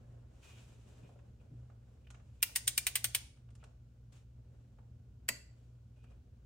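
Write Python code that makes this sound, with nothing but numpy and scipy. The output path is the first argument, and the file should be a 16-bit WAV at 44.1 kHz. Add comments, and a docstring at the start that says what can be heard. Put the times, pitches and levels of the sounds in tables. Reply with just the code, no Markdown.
"""A small workshop, where a click-type torque wrench tightens a bolt on a cylinder head.
Mains hum and a low rumble lie underneath. Clothes rustle and dry steel scrapes on the first pull,
the handle swings back and the pawl drops over eight ratchet teeth, and the socket knocks softly
as it takes up its play. On the second pull the torque mechanism breaks over with one sharp click
that rings the tubular handle and sends a clunk into the engine."""
import sys
import numpy as np
from scipy import signal
from scipy.fft import rfft, irfft, next_fast_len
from scipy.io import wavfile
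from scipy.ndimage import map_coordinates

SR = 44100
rng = np.random.default_rng(int(sys.argv[2]) if len(sys.argv) > 2 else 0)


def dump_mix(stems):
    """Bounce the given channels to the path in sys.argv[1] as a 16-bit WAV at rate SR."""
    frames = np.atleast_2d(stems).T  # one column per channel
    limited = np.clip(frames, -1, 1)  # hard clip at full scale
    pcm = np.round(limited * 32767).astype(np.int16)
    wavfile.write(sys.argv[1], SR, pcm)


N = 284471
PRE_ROLL_S = .01  # space ahead of each snap for its lead-in scrape


def amp(db):
    """Decibels to gain."""
    return 10 ** (np.asarray(db) / 20)


def unit(x):
    """Scale to rms 1."""
    return x / np.sqrt(np.mean(x ** 2) + 1e-20)


def along(points, hz):
    """Read (frequency [Hz], value) points on a log axis."""
    f, v = np.transpose(points)
    return np.interp(np.log(hz + 1), np.log(f + 1), v)


def wobble(rate):
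    """A smooth random curve, rate knots a second."""
    knots = rng.standard_normal(int(N * rate / SR) + 4)
    return map_coordinates(knots, [np.arange(N) * rate / SR])


def filtered(x, response):
    """Shape x with a frequency response."""
    n = x.shape[-1]
    padded = next_fast_len(n + 8192)
    return irfft(rfft(x, padded) * response(np.fft.rfftfreq(padded, 1 / SR)), padded)[..., :n]


def noise(spectrum, side_db, size):
    """Coloured stereo noise of rms 1; side_db is a number or (frequency [Hz], level [dB]) points."""
    width = lambda hz: along(side_db, hz) if np.ndim(side_db) else side_db + 0 * hz
    response = lambda hz: amp(along(spectrum, hz) + np.array([0 * hz, width(hz)]))
    mid, side = filtered(rng.standard_normal((2, size)), response)
    return unit(np.array([mid + side, mid - side]))


def add(track, s, sound):
    """Mix a sound into the track at time s."""
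    start = max(round(s * SR), 0)
    track[:, start:start + sound.shape[1]] += sound[:, :N - start]


def in_room(x, wet_db):
    """A short sound plus the workshop's diffuse tail, which hangs on longest in the lows."""
    # reverb decay: (frequency [Hz], t60 [s])
    decay = [(200, .69), (650, .4), (2500, .43), (7000, .4), (9500, .37), (12000, .28), (15000, .23)]
    # reverb tone: (frequency [Hz], level [dB])
    colour = [(200, 10), (750, 6), (1200, 0.5), (2800, -4), (6500, 1.5), (7800, -0.5), (8600, -7),
              (10000, -2), (11500, -5), (15000, -4.5)]
    hz, t, bands = signal.stft(rng.standard_normal((2, SR // 2)), SR, nperseg=256)
    build_up = 1 - np.exp(-t / .007)
    fade = amp(along(colour, hz)[:, None] - 60 * t / along(decay, hz)[:, None])
    tail = signal.istft(bands * build_up * fade, SR, nperseg=256)[1]
    wet = signal.fftconvolve(x, tail / np.linalg.norm(tail[0]), axes=1)
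    return x + amp(wet_db) * wet[:, :x.shape[1]]


def room_tone():
    """Wavering mains hum over a low drifting rumble and faint hiss."""
    # lowest and highest hum lines: (frequency [Hz], base level [dB])
    hum_lines = [(59.2, -65.5), (238, -81)]
    # level ride of the middle hum line: (time [s], level [dB])
    hum_ride = [(0.0, -63.5), (0.16, -53.5), (0.49, -68.5), (0.54, -59), (1.29, -60), (1.4, -70.5),
                (1.58, -51.5), (1.78, -62), (2.44, -60), (2.49, -75.5), (2.66, -53), (2.89, -67),
                (3.07, -51.5), (3.29, -67), (3.48, -53.5), (3.72, -65.5), (4.67, -59), (4.71, -72.5),
                (4.83, -59), (6.45, -62)]
    # rumble spectrum: (frequency [Hz], level [dB])
    rumble_colour = [(12, -72.5), (20, -37), (27, -24.5), (43, -7.5), (65, 0), (80, -1), (95, -5),
                     (118, -4), (134, -8), (161, -14.5), (226, -15.5), (308, -25.5), (500, -30.5),
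                     (650, -60), (1100, -120)]
    # hiss spectrum: (frequency [Hz], level [dB])
    hiss_colour = [(290, -33), (500, -5), (545, -9), (1300, -18.5), (1460, -11.5), (1640, -22.5),
                   (2890, -18), (3540, -21), (7000, -22.5), (11000, -31.5), (16000, -31)]
    t = np.arange(N) / SR

    def hum(hz, db):
        """A sine whose level and phase wander."""
        gain = np.sqrt(2) * amp(db + 1.2 * wobble(2.8))
        return gain * np.sin(2 * np.pi * hz * t + .4 * wobble(16))

    low, high = [hum(hz, db) for hz, db in hum_lines]
    middle = hum(hz=118.9, db=np.interp(t, *np.transpose(hum_ride)) - .5)
    swell = amp(5.5 * np.exp(-((t - 2.9) / .9) ** 2 / 2))  # the lowest line crests once, at 2.9 s
    rumble = amp(-59.5 + wobble(2.8)) * noise(rumble_colour, side_db=-18.5, size=N)
    hiss = amp(-82) * noise(hiss_colour, side_db=-1.5, size=N)
    return swell * low + middle + high + rumble + hiss


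def thumps():
    """Dull, soft-edged low thumps: the body shifting, and the jolt as the wrench breaks over."""
    # low thumps, the last one the wrench's jolt: (time [s], level [dB])
    hits = [(0.112, -61), (1.024, -54.5), (1.507, -50), (3.04, -58), (5.289, -50.5)]
    # thump spectrum: (frequency [Hz], level [dB])
    colour = [(50, -12), (90, -19.5), (130, 3), (200, -8), (260, -2.5), (400, -20.5),
              (900, -56.5), (2000, -100)]
    out, t = np.zeros((2, N)), np.arange(SR // 2) / SR
    rise_s, t60_s = .0081, .251
    envelope = amp(-60 * t / t60_s) * (1 - np.exp(-t / rise_s))
    for s, db in hits:
        add(out, s, amp(db) * envelope * noise(colour, side_db=-21.5, size=len(t)))
    return out


def mechanic():
    """Each movement swells and dies away, rubbing the clothes and giving a gritty shuffle."""
    # body moves: (crest time [s], swish level [dB], shuffle level [dB], rise [s], 20 dB fade [s])
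    moves = [(0.06, -83.5, -70, 0.29, 1.2), (0.392, -75.5, -77, 0.127, 0.4),
             (0.456, -64.3, -76, 0.0613, 0.4085), (0.565, -71, -69, 0.152, 0.6741),
             (0.93, -71, -68, 0.14, 0.2631), (1.04, -75.5, -67.5, 0.107, .22),
             (1.27, -85, -75, 0.093, 0.18), (1.42, -83.5, -70, 0.0305, 0.25),
             (1.6, -84.5, -74.5, .15, 0.55), (1.92, -84, -76, 0.135, 0.35), (2.3, -80.5, -82.5, 0.14, 1.14),
             (2.85, -84, -73, .5, 0.5), (4.128, -68, -69, 0.01, 0.0965),
             (4.163, -70, -76.5, 0.0284, 0.0718), (4.6, -87.5, -78.5, 0.26, 0.53),
             (5.6, -82, -80, 0.127, 0.35), (5.98, -82, -74, .04, 0.09), (6.047, -74.5, -72, 0.027, 0.01),
             (6.12, -82.5, -70.5, .06, 0.13)]
    # cloth swish spectrum: (frequency [Hz], level [dB])
    cloth_colour = [(400, -14.5), (700, -2), (1500, -4), (2100, -7.5), (2500, -1), (2950, -2.5),
                    (4600, -8.5), (7500, -5.5), (11000, -17.5), (15000, -25)]
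    # dull shuffle spectrum: (frequency [Hz], level [dB])
    shuffle_colour = [(120, -15), (250, 0.5), (400, 0), (560, 0), (900, -11.5), (1600, -15), (3500, -32.5),
                      (9000, -59.5)]
    t = np.arange(N) / SR
    swish_power, shuffle_power = 0, amp(-80) ** 2  # the shuffling never quite stops
    for s, swish_db, shuffle_db, rise, fade in moves:
        swell = np.sin(np.pi / 2 * np.clip(1 + (t - s) / rise, 0, 1)) ** 2
        envelope = swell * amp(-20 * np.maximum(t - s, 0) / fade)
        swish_power += (amp(swish_db) * envelope) ** 2
        shuffle_power += (amp(shuffle_db) * envelope) ** 2
    flutter = amp(1.5 * wobble(45))
    swish = np.sqrt(swish_power) * flutter * noise(cloth_colour, side_db=-2.5, size=N)
    grit = amp(.61 * wobble(11) + 2.2 * wobble(70))
    shuffle = np.sqrt(shuffle_power) * grit * noise(shuffle_colour, side_db=-2, size=N)
    return swish + shuffle


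def scrapes():
    """Dry steel sticks and slips, exciting a cluster of rough resonances."""
    # steel-on-steel rubs: (time [s], length [s], level [dB])
    rubs = [(0.425, 0.12, -70), (0.549, .04, -68), (1.03, 0.0445, -76), (1.396, 0.0208, -78.5),
            (2.044, 0.0089, -74), (2.068, 0.0078, -68), (2.402, .008, -68), (3.596, 0.0317, -75.5),
            (5.96, 0.1775, -83)]
    # scrape resonances: (frequency [Hz], level [dB])
    colour = [(1200, -25), (2200, -13), (2470, 5), (2650, -5), (2850, -2), (3100, -9), (3400, -7),
              (4200, -20), (8000, -32)]
    slips_per_s, slip_depth_db = 220, 2.5
    out, t = np.zeros((2, N)), np.arange(SR // 2) / SR
    for s, length, db in rubs:
        stroke = (1 - np.exp(-t / .003)) * amp(-60 * np.maximum(t - length, 0) / .04)
        slips = unit(amp(slip_depth_db * wobble(slips_per_s)[:len(t)]))
        rub = stroke * slips * noise(colour, side_db=-4.5, size=len(t))
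        add(out, s, amp(db) * in_room(rub, wet_db=-4))
    return out


def knock_colour(hardness):
    """A knock favours one region of the spectrum, higher when it is harder."""
    # socket spectrum before that emphasis: (frequency [Hz], level [dB])
    colour = [(200, -14), (600, 10), (1000, 4), (1400, 5.5), (2000, -2.5), (2800, 0), (4500, -8.5),
              (8800, -2), (11000, -14), (16000, -25)]
    contact_hz, above_db_per_octave, below_db_per_octave = 2810, 11, 3.5
    hz, db = np.transpose(colour)
    octaves = np.log2(hz / contact_hz) - hardness
    roll_off_db = np.maximum(above_db_per_octave * octaves, -below_db_per_octave * octaves)
    return np.column_stack([hz, db - roll_off_db])


def socket():
    """Small dead knocks as the socket takes up its play on the bolt."""
    # socket knocks: (time [s], level [dB], hardness as upward shift of the emphasis [octaves])
    knocks = [(1.091, -60, -2.6), (1.157, -59, -5.5), (1.189, -65.5, -0.38), (1.412, -66, -3),
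              (1.698, -63, -1.3), (2.069, -65.5, -0.16), (2.103, -53.5, 1.08), (2.144, -57.5, -0.09),
              (2.198, -67, -0.55), (2.492, -59, -2), (3.371, -71, 0), (3.487, -69.5, 0),
              (3.504, -70.5, 1.16), (3.551, -63.5, 1.5), (3.627, -56.5, -1.1), (3.638, -58, 1),
              (4.785, -61.5, -1.1), (6.04, -67, -0.25)]
    rise_s, t60_s = .0021, .0435
    out, t = np.zeros((2, N)), np.arange(SR // 3) / SR
    envelope = amp(-60 * t / t60_s) * (1 - np.exp(-t / rise_s))
    for s, db, hardness in knocks:
        knock = noise(knock_colour(hardness), side_db=-5.5, size=len(t)) * envelope
        add(out, s, amp(db + 4.5) * in_room(knock, wet_db=-6))
    return out


def snap(colour, modes, rattle_t60, scrape_db, rebound_s, rebound_db, crack_db, ring_db, rise_s, smear):
    """Steel slides off an edge and strikes: scrape, crack, rattle, rebound and a few ringing modes."""
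    # stereo width of the burst: (frequency [Hz], side minus mid [dB])
    width = [(300, -7), (1200, -9), (2200, -6), (4200, -1.5), (8000, -4), (12000, -7.5)]
    # phase lead of the left channel: (frequency [Hz], lead [rad])
    left_lead = [(300, 0), (1100, .15), (2200, .75), (4500, 1.6), (6000, 1.2), (8000, -.3), (15000, -.2)]
    slide_s, crack_t60, rebound_t60 = .00508, .015, .0082
    t = np.arange(SR // 2) / SR - PRE_ROLL_S
    after = np.maximum(t, 0)
    attack = 1 - np.exp(-after / rise_s)
    scrape = amp(scrape_db) * np.exp(-np.minimum(np.abs(t) / slide_s, 4) ** 4)
    crack = amp(crack_db - 60 * after / crack_t60)
    rattle = amp(-60 * after / rattle_t60)
    rebound = (t > rebound_s) * amp(rebound_db - 60 * np.abs(t - rebound_s) / rebound_t60)
    burst = (scrape + attack * (rattle + crack + rebound)) * noise(colour, width, size=len(t))
    ring = 0
    for hz, db, t60 in modes:
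        # loose parts chatter and smear every mode; each channel gets its own phase
        drift = np.cumsum(rng.standard_normal(len(t))) * np.sqrt(2 * np.pi * smear * hz / SR)
        phase = 2 * np.pi * (hz * t + rng.random() + rng.random((2, 1)) / 5) + drift
        ring += amp(db + rng.normal(0, 1.5) - 60 * after / t60) * np.sin(phase)
    click = burst + amp(ring_db) * attack * ring
    return filtered(click, lambda hz: np.exp(1j * along(left_lead, hz) * np.array([[.5], [-.5]])))


def ratchet():
    """On the backswing the pawl drops into tooth after tooth, each ringing the head differently."""
    # pawl drops: (time [s], level [dB], body shelf [dB], sheen shelf [dB], favoured pitch [Hz],
    # lead-in scrape [dB], rebound delay [s], rebound level [dB])
    teeth = [(2.4274, -14.5, 1.5, 7, 2750, -24, .008, -8),
             (2.5591, -20, -3, -4.5, 1900, -14.5, 0.00197, -12),
             (2.6771, -17.5, -3.5, -5.5, 3600, -17, .002, -10),
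             (2.777, -16.5, -2.5, -2, 2380, -27, 0.00305, -7),
             (2.8672, -20.5, 2.5, 0, 2400, -25, .005, -12.5), (2.9548, -20.5, 2, 0.5, 2080, -27, .002, -10),
             (3.0424, -19, -1, -1.5, 1530, -28, 0.00191, -8),
             (3.1476, -19.5, 2, -1.5, 3170, -28, .004, -12)]
    # ring of the ratchet head: (frequency [Hz], level [dB], t60 [s])
    head_modes = [(1529.4, -10, 0.045), (1902, -4.5, .05), (2069.4, -6, 0.065), (2379.3, -4, .06),
                  (2780, -5, 0.05), (3172, -6, .05), (3415, -7.5, 0.05), (3700, -8, .07)]
    # ring of the small hard pawl: (frequency [Hz], level [dB], t60 [s])
    pawl_modes = [(7493, -8.5, 0.035), (8565, 3, 0.035), (9950, -2, 0.04), (12700, -11, .03)]
    # spectrum of the pawl's burst: (frequency [Hz], level [dB])
    pawl_colour = [(200, -42), (400, -25.5), (750, -18), (1200, -16), (1700, -9), (2000, -6.5), (2800, -3),
                   (4000, -6.5), (5300, -8), (7800, -6.5), (8620, 2.5), (9200, 0), (11500, -12),
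                   (13000, -4), (15300, -6), (16500, -17)]
    unfavoured_db, boost_db, boost_octaves = -5, 11, .17
    out = np.zeros((2, N))
    for s, db, body_db, sheen_db, favoured_hz, scrape_db, rebound_s, rebound_db in teeth:
        # a hard snap seats at once; one 8.5 dB weaker rattles twice as long
        rattle_t60 = .06035 * 2 ** ((-18 - db) / 8.5)
        shelves = [(4000, body_db), (6000, 0), (9000, 0), (12000, sheen_db)]
        colour = [(hz, level + along(shelves, hz)) for hz, level in pawl_colour]
        head = []
        for hz, level, t60 in head_modes:  # each tooth drives the modes near one pitch hardest
            nearness = np.exp(-(np.log2(hz / favoured_hz) / boost_octaves) ** 2)
            head.append((hz, level + unfavoured_db + boost_db * nearness, t60))
        click = snap(colour, head + pawl_modes, rattle_t60, scrape_db, rebound_s, rebound_db,
                     crack_db=-16.5, ring_db=-10, rise_s=.00044, smear=.008)
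        add(out, s - PRE_ROLL_S, amp(db - 5) * in_room(click, wet_db=-13.5))
    return out


def torque_click():
    """At the set torque the toggle tips and hits the inside of the handle, jolting the engine."""
    # the break-over: (time [s], level [dB], rattle t60 [s], lead-in scrape [dB],
    # rebound delay [s], rebound level [dB])
    break_over = [(5.2877, -27, 0.0468, -14, .0025, -2.5)]
    # spectrum of the toggle's burst: (frequency [Hz], level [dB])
    toggle_colour = [(150, -44.5), (250, -35.5), (1110, -19), (1720, -5), (1940, 0), (2700, -2.5),
                     (3450, -11), (4200, -10), (4600, -4), (5760, -14.5), (7760, -3), (11000, -12.5),
                     (12500, -7.5), (15100, -11), (16500, -32.5)]
    # ring of the tubular handle: (frequency [Hz], level [dB], t60 [s])
    handle_modes = [(1946, 6, 0.05), (2050, -8, .09), (2300, 1, .05), (2620, -1, 0.1), (4600, -7, 0.28),
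                    (6560, -15, 0.2), (7770, -10, 0.17), (13400, -11, 0.1)]
    # clunk of the cylinder head, struck through the bolt: (frequency [Hz], level [dB])
    clunk_colour = [(130, -9), (300, 1), (450, -8), (605, 10.5), (760, -10), (1000, 1), (1400, -12),
                    (2200, -24)]
    out, t = np.zeros((2, N)), np.arange(SR // 2) / SR
    clunk_envelope = amp(-60 * t / .1) * (1 - np.exp(-t / .0015))
    for s, db, rattle_t60, scrape_db, rebound_s, rebound_db in break_over:
        click = snap(toggle_colour, handle_modes, rattle_t60, scrape_db, rebound_s, rebound_db,
                     crack_db=2, ring_db=-9.5, rise_s=.001, smear=.003)
        add(out, s - PRE_ROLL_S, amp(db) * in_room(click, wet_db=-12.5))
        clunk = noise(clunk_colour, side_db=-8.5, size=len(t)) * clunk_envelope
        add(out, s, amp(db - 13) * in_room(clunk, wet_db=-17))
    return out


def scene():
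    """The wrench on the engine, the person working it and the room."""
    # pan of the wrench: (frequency [Hz], left minus right [dB])
    pan = [(250, 0), (550, -1.5), (1200, -1.7), (2200, -1.7), (4200, 1.5), (8100, 0), (15000, -.3)]
    wrench = ratchet() + torque_click() + socket() + scrapes()
    wrench = filtered(wrench, lambda hz: amp(along(pan, hz) * np.array([[.5], [-.5]])))
    return wrench + mechanic() + thumps() + room_tone()


def record(dry):
    """A brick-wall low-pass takes off the very top."""
    cutoff_hz = 16200
    return filtered(dry, lambda hz: 1 / np.sqrt(1 + (hz / cutoff_hz) ** 160))


dry = scene()
out = record(dry)
dump_mix(out)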